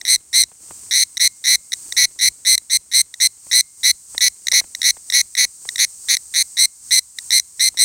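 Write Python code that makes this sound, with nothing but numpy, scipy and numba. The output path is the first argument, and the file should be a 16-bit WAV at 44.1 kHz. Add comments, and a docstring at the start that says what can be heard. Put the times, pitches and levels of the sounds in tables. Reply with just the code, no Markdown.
"""Woodland road, a cicada held between the fingers a hand's length from the microphone; far chorus all through.
From the start it gives short chirps, its two tymbals buckling in turn about 260 times a second, each click a
2 kHz ring rich in overtones; lone clicks fall between, and the wings rustle and flick the fingers.
From 4 s the abdomen is mostly closed; three rough, dry chirps come near 6 s, then open, bright ones to the end.
The recorder's gain control pushes the chorus down at the chirps and lets it back up in the longer pauses."""
import sys
import numpy as np
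from scipy import signal
from scipy.fft import rfft
from scipy.io import wavfile
from scipy.ndimage import uniform_filter1d, minimum_filter1d
from numba import njit

SR = 44100
rng = np.random.default_rng(int(sys.argv[2]) if len(sys.argv) > 2 else 0)


def materialize(psi):
    """Save the field psi as 16-bit PCM at rate SR to the path in sys.argv[1].

    A 1-D psi becomes a single channel; in a 2-D psi each row is a channel.
    """
    bounded = np.clip(np.atleast_2d(psi).T, -1, 1)
    quanta = np.round(bounded * 32767).astype(np.int16)
    wavfile.write(sys.argv[1], SR, quanta)


N = 345744
TIME = np.arange(N) / SR  # s

# Levels stand ahead of the recorder's gain control. Noise colours are relative: noise() scales them to rms 1.
# distant chorus, level before its shimmer: (time [s], level [dB])
CHORUS_LEVEL = [(0, -39.5), (2, -35), (3, -38.5), (4, -35), (6, -33.5), (7.84, -36.5)]
# colour of the distant chorus: (frequency [Hz], level [dB])
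CHORUS_COLOUR = [(2500, -56), (3700, -28.5), (4400, -16.5), (5300, -13.5), (6200, -8), (7600, -4),
                 (8350, 2), (9200, -6), (10200, -17.5), (11500, -24), (13500, -18.5), (16000, -24)]
# speed of the chorus's shimmer: (frequency [Hz], level [dB])
SHIMMER_COLOUR = [(2, 14), (60, -3.5), (250, -1), (600, -64.5)]
# colour of low rumble and still air: (frequency [Hz], level [dB])
AIR_COLOUR = [(20, -40), (40, -15.5), (65, 1.5), (110, -5), (250, -10.5), (600, -20.5), (1000, -11.5),
              (1600, -17), (3000, -16.5), (8000, -24.5)]

# how hard the wings struggle, a gain on their rustle and the low flutter: (time [s], level [dB])
STRUGGLE_LEVEL = [(0, 10), (.8, 3), (1.4, -1.5), (2.2, 9), (2.9, 3), (3.8, -2), (4.6, 5.5), (5.6, 2.5),
                  (6.3, -1), (7.1, -11.5), (7.8, 5)]
# colour of wings brushing the fingers, and speed of its patches: (frequency [Hz], level [dB])
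RUSTLE_COLOUR = [(80, -4), (300, 2), (1200, -9), (3000, -10), (7000, -19.5)]
PATCH_COLOUR = [(2, -14), (8, -14), (40, -1), (200, -58.5), (1000, -91.5)]
# colour of the low flutter: (frequency [Hz], level [dB])
FLUTTER_COLOUR = [(20, -5), (45, 1), (70, 5), (130, -7), (400, -21.5), (1500, -76.5)]
# the loudest wing flicks, relative to each other: (time [s], level [dB])
FLICKS = [(0.36, -33), (0.516, -37), (.708, -33), (3.467, -43), (4.147, -32.5), (4.53, -27.5),
          (4.611, -28.5), (4.641, -33.5), (4.968, -32.5), (5.450, -31), (5.652, -35.5), (7.304, -40.5),
          (7.743, -37.5)]
# colour of a flick's papery rustle: (frequency [Hz], level [dB])
PAPER_COLOUR = [(60, 3.5), (400, -3.5), (1100, -4.5), (2000, -3), (6000, -21)]

# chirps: (start [s], end [s], swell time [s], full level [dB], abdomen opening [0-1], roughness [0-1])
CHIRPS = [(0.061, 0.151, .022, -6, 0.83, 0.25), (.331, 0.419, .018, -6, 0.83, 0.09),
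          (.912, 1.036, .036, -9.5, 0.62, 0.32), (1.198, 1.274, 0.014, -6.5, 0.55, 0.04),
          (1.442, 1.549, 0.036, -5, 0.54, 0.15), (1.968, 2.052, .008, -6.5, 0.1, 0),
          (2.191, 2.286, .026, -6.5, 0.5, 0), (2.452, 2.554, 0.019, -5, 0.78, 0.11),
          (2.7, 2.77, 0.014, -6.5, 0.83, 0.16), (2.917, 3.014, 0.025, -5, .85, 0.2),
          (3.203, 3.271, 0.013, -6.5, 0.78, 0.01), (3.515, 3.607, 0.025, -3.5, 0.81, .1),
          (3.834, 3.912, .016, -5, 0.5, 0), (4.209, 4.281, .01, -6, 0.26, 0.18),
          (4.53, 4.603, 0.0066, -6.5, 0.07, 0.03), (4.841, 4.908, 0.011, -7, 0.26, 0.17),
          (5.131, 5.213, .012, -7, 0.13, 0), (5.37, 5.45, 0.01, -8, .05, 0.3),
          (5.792, 5.85, .01, -10.5, 0.14, 0.77), (6.088, 6.153, .012, -9.5, 0.15, 0.76),
          (6.341, 6.423, .024, -11.5, 0.64, 0.68), (6.571, 6.657, 0.022, -5.5, 0.86, 0),
          (6.91, 6.993, 0.0089, -5, .7, 0), (7.318, 7.387, 0.0087, -7, 0.67, 0.06),
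          (7.597, 7.688, 0.015, -10, .7, 0), (7.774, 7.855, 0.023, -3.5, 0.96, 0.03)]
# lone clicks between the chirps: (time [s], level [dB])
LONE_CLICKS = [(0.015, -21.5), (.053, -12.5), (.16, -7.5), (.429, -7.5), (.437, -7), (1.172, -15.5),
               (1.177, -13.5), (1.556, -5.5), (1.722, -14.5), (1.732, -13.5), (1.737, -12.5), (1.925, -18),
               (2.58, -7), (3.142, -18.5), (4.181, -13.5), (4.471, -12.5), (4.485, -11.5), (4.518, -12.5),
               (4.522, -7.5), (4.751, -14), (4.819, -15), (4.832, -15.5), (5.102, -15.5), (5.125, -16),
               (5.353, -12.5), (5.691, -18.5), (5.76, -20), (5.783, -22), (6.17, -9), (7.188, -17.5),
               (7.308, -14), (7.398, -5)]
# partials of the ring: (multiple of its pitch, level, abdomen closed [dB], level, abdomen open [dB])
PARTIALS = [(1.03, -7.5, -13.5), (2.015, -2.5, -0.5), (2.925, -4.5, -6.5), (4.04, -19.5, 1),
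            (4.91, -12.5, -7.5), (5.94, -22.5, -16), (6.85, -26.5, -24.5)]
# colour of the buckling ribs' rasp: (frequency [Hz], level [dB])
RASP_COLOUR = [(100, -29.5), (950, -26.5), (1450, -23.5), (2150, -10), (2800, -5.5), (4500, 4), (6200, -3),
               (7400, -1.5), (9300, 10), (11300, -3), (16000, -7.5)]
# colour of a tymbal springing back after its click: (frequency [Hz], level [dB])
REBOUND_COLOUR = [(300, -42), (1300, -17.5), (2300, -19), (3100, -14.5), (4500, -9), (5400, 7), (6100, 19),
                  (7300, -18), (9200, -3.5), (10800, -6), (12200, -2), (13800, -13), (15300, -7.5)]

CLICK_HZ = 262  # nominal clicks per second of both tymbals together
RING_HZ = 2079  # nominal pitch of a tense tymbal, ahead of climb, settling and partial multiples
LIMP_DB = -19.5  # level of the first, limp click of a chirp
DETUNE = .003  # click-to-click pitch scatter [share] in a smooth chirp
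RISE_S = .0011  # time constant of a click's swell, abdomen closed
ROUGH_STRETCH = .05  # share by which high partials go sharp at full roughness
DIP_HZ, DIP_WIDTH_HZ = 2800, 600  # the body's weak band
LINGER_HZ, LINGER_DB = 2130, -54  # lingering ring: pitch, response level against the call
HAND_DB = -18  # response level of the hand's scatter against the call
WOODS_DB, WOODS_T60_S = -37.5, .26  # echo from the trees: response level against the call, 60 dB decay
TOP_HZ = 15850  # top of the recorder's band


def undb(db):
    """Decibels to gain."""
    return 10 ** (np.asarray(db) / 20)


def unit(x):
    """Scale to rms 1."""
    return x / np.sqrt(np.mean(x ** 2))


def add(track, sound, at):
    """Mix a sound into a track from a sample index on."""
    at = max(at, 0)
    part = sound[:max(len(track) - at, 0)]
    track[at:at + len(part)] += part


def noise(colour):
    """Noise of rms 1, its spectrum shaped by a (Hz, dB) colour over log frequency."""
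    hz, db = np.transpose(colour)
    f = np.maximum(np.fft.rfftfreq(N, 1 / SR), 1)
    gain = undb(np.interp(np.log(f), np.log(hz), db))
    white = rfft(rng.standard_normal(N))
    return unit(np.fft.irfft(white * gain, N))


def woodland(shimmer_db=0.4, air_db=-55.5):
    """Many far cicadas merge into a shimmering hiss over a low rumble of air."""
    level_db = np.interp(TIME, *np.transpose(CHORUS_LEVEL))
    shimmer = noise(SHIMMER_COLOUR)
    chorus = noise(CHORUS_COLOUR) * undb(level_db + shimmer_db * shimmer)
    return chorus + noise(AIR_COLOUR) * undb(air_db)


def struggle():
    """Gain of the wings' effort over time."""
    return undb(np.interp(TIME, *np.transpose(STRUGGLE_LEVEL)))


def wing_rustle(base_db=-65.0, patchy_db=5.0):
    """The wings brush the fingers in faint, uneven patches; the struggle scales them later."""
    touch = np.minimum(noise(PATCH_COLOUR), 2)
    return undb(base_db + patchy_db * touch) * noise(RUSTLE_COLOUR)


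def wing_flicks(start_hz=1284.0, fall_s=0.00432, decay_s=0.005, rise_s=0.00019, rustle=0.56, slap_db=2.5):
    """A wing slaps the fingers: a soft tap that falls quickly in pitch, with a papery rustle."""
    out, t = np.zeros(N), TIME[:SR // 25]
    paper = noise(PAPER_COLOUR)
    tap = np.sin(2 * np.pi * start_hz * fall_s * (1 - np.exp(-t / fall_s)))
    envelope = (1 - np.exp(-t / rise_s)) * np.exp(-t / decay_s)
    for s, db in FLICKS:
        at = int(s * SR)
        slap = tap + rustle * paper[at:at + len(t)]
        add(out, undb(db + slap_db) * envelope * slap, at)
    return out


def low_flutter(call, base_db=-45.0, smear_s=0.063, lag_s=0.019):
    """A soft low flutter follows each chirp's smeared power; the struggle scales it later."""
    power = uniform_filter1d(call ** 2, int(smear_s * SR))
    strength = np.sqrt(np.abs(np.interp(TIME - lag_s, TIME, power)))
    return undb(base_db) * strength * noise(FLUTTER_COLOUR)


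def after_ring(call, ring_t60_s=0.46, hand_t60_s=0.03):
    """The hand and the trees scatter a little sound back, and a faint ring lingers near the call's pitch."""
    t = TIME[:SR // 3]
    ring = np.sin(2 * np.pi * LINGER_HZ * t) * undb(-60 * t / ring_t60_s)
    hand = rng.standard_normal(len(t)) * undb(-60 * t / hand_t60_s)
    woods = rng.standard_normal(len(t)) * undb(-60 * t / WOODS_T60_S)
    tails = ((ring, LINGER_DB), (hand, HAND_DB), (woods, WOODS_DB))
    response = sum(undb(db) * tail / np.linalg.norm(tail) for tail, db in tails)
    return signal.oaconvolve(call, response)[:N]


def click_train(swell_shape=1.5, slack=.17, sag=0.059, climb=0.01, lopsided=0.039, open_lopsided=.12,
                pace_scatter=.012, tiring=.04, jitter_s=.00003, rough_jitter_s=.00012, scatter_db=0.92,
                tense_db=-5.5, tense_range_db=12.0, dull_db=-2.5, limp_closing=0.94,
                hitch_at=.5, hitch=.14, slow_start_s=.019):
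    """Every click as muscles tense the tymbals: (s, dB, pitch Hz, opening, roughness, dB per overtone)."""
    clicks = []
    for s, db in LONE_CLICKS:
        # the softer a lone click, the flatter and duller
        limp = np.clip((tense_db - db) / tense_range_db, 0, 1)
        # the abdomen keeps the pose of the chirp whose end is nearest
        opening = min(CHIRPS, key=lambda chirp: abs(chirp[1] - s))[4]
        pitch = RING_HZ * (1 - climb - sag * limp)
        clicks.append((s, db, pitch, opening * (1 - limp), 0, dull_db * limp))
    for start, end, swell_s, db, opening, rough in CHIRPS:
        s = start
        pace = CLICK_HZ * (1 + pace_scatter * rng.standard_normal())
        caught = swell_s < slow_start_s
        for k, (late, loud) in enumerate(rng.standard_normal((40, 2))):
            if s > end + 1 / CLICK_HZ / 2:
                break
            # until the muscles tense, clicks are slow, soft, flat and dull
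            limp = np.exp(-((s - start) / swell_s) ** swell_shape)
            along = (s - start) / (end - start) - .5
            pitch = RING_HZ * (1 - sag * limp + climb * along)  # tension keeps growing to the end
            when = s + (jitter_s + rough_jitter_s * rough) * late
            level_db = db + (LIMP_DB - db) * limp + scatter_db * loud
            pose = opening * (1 - limp_closing * limp)
            clicks.append((when, level_db, pitch, pose, rough, dull_db * limp))
            # left and right tymbal take turns, not quite evenly, and slow a little towards the end
            uneven = (-1) ** k * (lopsided + open_lopsided * opening)
            s += (1 + slack * limp + tiring * along - uneven) / pace
            # a slow start stutters once before it catches
            if not caught and s > start + hitch_at * swell_s:
                s, caught = s + hitch * swell_s, True
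    return clicks


def tymbals(open_rise_s=0.001, ring_s=0.0019, open_ring_s=0.0034, lead_s=0.002, glide=0.056, glide_s=0.0011,
            settle=0.97, rough_detune=.005, rough_damping=0.89, rough_db=2.5, twist=0.32, overtone_fade=0.55,
            uneven_db=1.6, rasp_db=-9.0, rebound_db=1.0, open_noise_db=-4.0,
            rebound_s=0.0037, rebound_width_s=0.00064):
    """Clicks swell in about 1 ms, drop in pitch, die and spring back; an open abdomen rings longer, brighter."""
    rasp, rebound = noise(RASP_COLOUR), noise(REBOUND_COLOUR)
    ring, rasp_level, rebound_level = np.zeros((3, N))
    multiple, closed_db, open_db = np.transpose(PARTIALS)[:, :, None]
    click_samples = SR / CLICK_HZ
    for s, db, hz, opening, rough, dull_db in click_train():
        chance = rng.standard_normal((len(PARTIALS) + 1, 1))
        at = int((s - lead_s) * SR)
        t = np.maximum((at + np.arange(300)) / SR - (s - lead_s), 0)

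        rise = RISE_S + opening * (open_rise_s - RISE_S)
        fall = ring_s + opening * (open_ring_s - ring_s)
        fall /= 1 + rough_damping * rough  # rough chirps are made of shorter, drier clicks
        swell = (1 - np.exp(-(t / rise) ** 2)) * np.exp(-(t / fall) ** 1.87)
        # with the abdomen closed, high partials hug the peak
        shapes = swell ** (1 + overtone_fade * (1 - opening) * (multiple - 2))
        shapes /= np.sqrt(np.sum(shapes ** 2, axis=1, keepdims=True) / click_samples)

        settled_hz = hz * settle * (1 + (DETUNE + rough_detune * rough) * chance[0])
        turns = settled_hz * (t - glide * glide_s * np.exp(-t / glide_s))
        # in rough chirps the high partials go sharp
        stretched = multiple * (1 + ROUGH_STRETCH * rough * np.clip(multiple - 2, 0, 1))
        # the body delays each partial differently
        waves = np.sqrt(2) * np.sin(2 * np.pi * stretched * turns + twist * multiple ** 2)
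        partial_db = closed_db + opening * (open_db - closed_db)
        partial_db = partial_db + dull_db * np.maximum(multiple - 2, 0) + uneven_db * chance[1:]
        add(ring, np.sum(undb(db + partial_db) * shapes * waves, axis=0), at)

        noisy = undb(db + open_noise_db * opening)
        add(rasp_level, noisy * undb(rasp_db + rough_db * rough) * shapes[0], at)
        spring = np.exp(-((t - rebound_s) / rebound_width_s) ** 2)
        add(rebound_level, noisy * undb(rebound_db) * spring, at)
    return ring + rasp * rasp_level + rebound * rebound_level


def body_dip(x, depth=0.25):
    """The body radiates poorly between its first two resonances."""
    b, a = signal.iirpeak(DIP_HZ, DIP_HZ / DIP_WIDTH_HZ, fs=SR)
    return x - np.clip(depth, 0, 1) * signal.lfilter(b, a, x)


def scene():
    """The held cicada close to the microphone, in front of the woodland."""
    around = woodland() + wing_flicks() + struggle() * wing_rustle()
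    call = body_dip(tymbals())
    return (around + call + after_ring(call) + struggle() * low_flutter(call))[None]


@njit
def hold_and_release(wanted, start, hold_s, release_s, margin):
    """Follow a wanted cut in gain at once, keep it after the sound has dropped by a margin, then let it go."""
    out, cut, quiet_s = np.empty(len(wanted)), start, 0.
    for i in range(len(wanted)):
        quiet_s = 0. if wanted[i] > max(cut - margin, cut / 2) else quiet_s + 1 / SR
        if quiet_s > hold_s:
            cut -= cut / (release_s * SR)
        cut = max(cut, wanted[i])
        out[i] = cut
    return out


def gain_control(x, threshold_db=-14.5, ratio=2.67, sense_s=0.0083, hold_s=.15, release_s=0.043,
                 margin_db=5.0, start_cut_db=6.5, ease_s=0.0052):
    """The recorder turns itself down for loud sound, waits, and comes back up."""
    power = uniform_filter1d(x ** 2, int(sense_s * SR))
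    level_db = 10 * np.log10(np.abs(power) + 1e-12)
    wanted_db = np.maximum(level_db - threshold_db, 0) * (1 - 1 / ratio)
    cut_db = hold_and_release(wanted_db, float(start_cut_db), float(hold_s), float(release_s), float(margin_db))
    return x * undb(-uniform_filter1d(cut_db, int(ease_s * SR)))


def record(dry, ceiling=1.0, hold_s=0.00079):
    """Gain control evens out the chirps, a fast limiter restrains the loudest clicks, and the top is cut."""
    even = gain_control(dry[0])[None]
    size = int(hold_s * SR)
    needed = ceiling / np.maximum(np.abs(even), ceiling)
    gain = uniform_filter1d(minimum_filter1d(needed, size), size)
    low_pass = signal.ellip(10, .2, 80, TOP_HZ, fs=SR, output="sos")
    return signal.sosfilt(low_pass, even * gain)


dry = scene()
out = record(dry)
materialize(out)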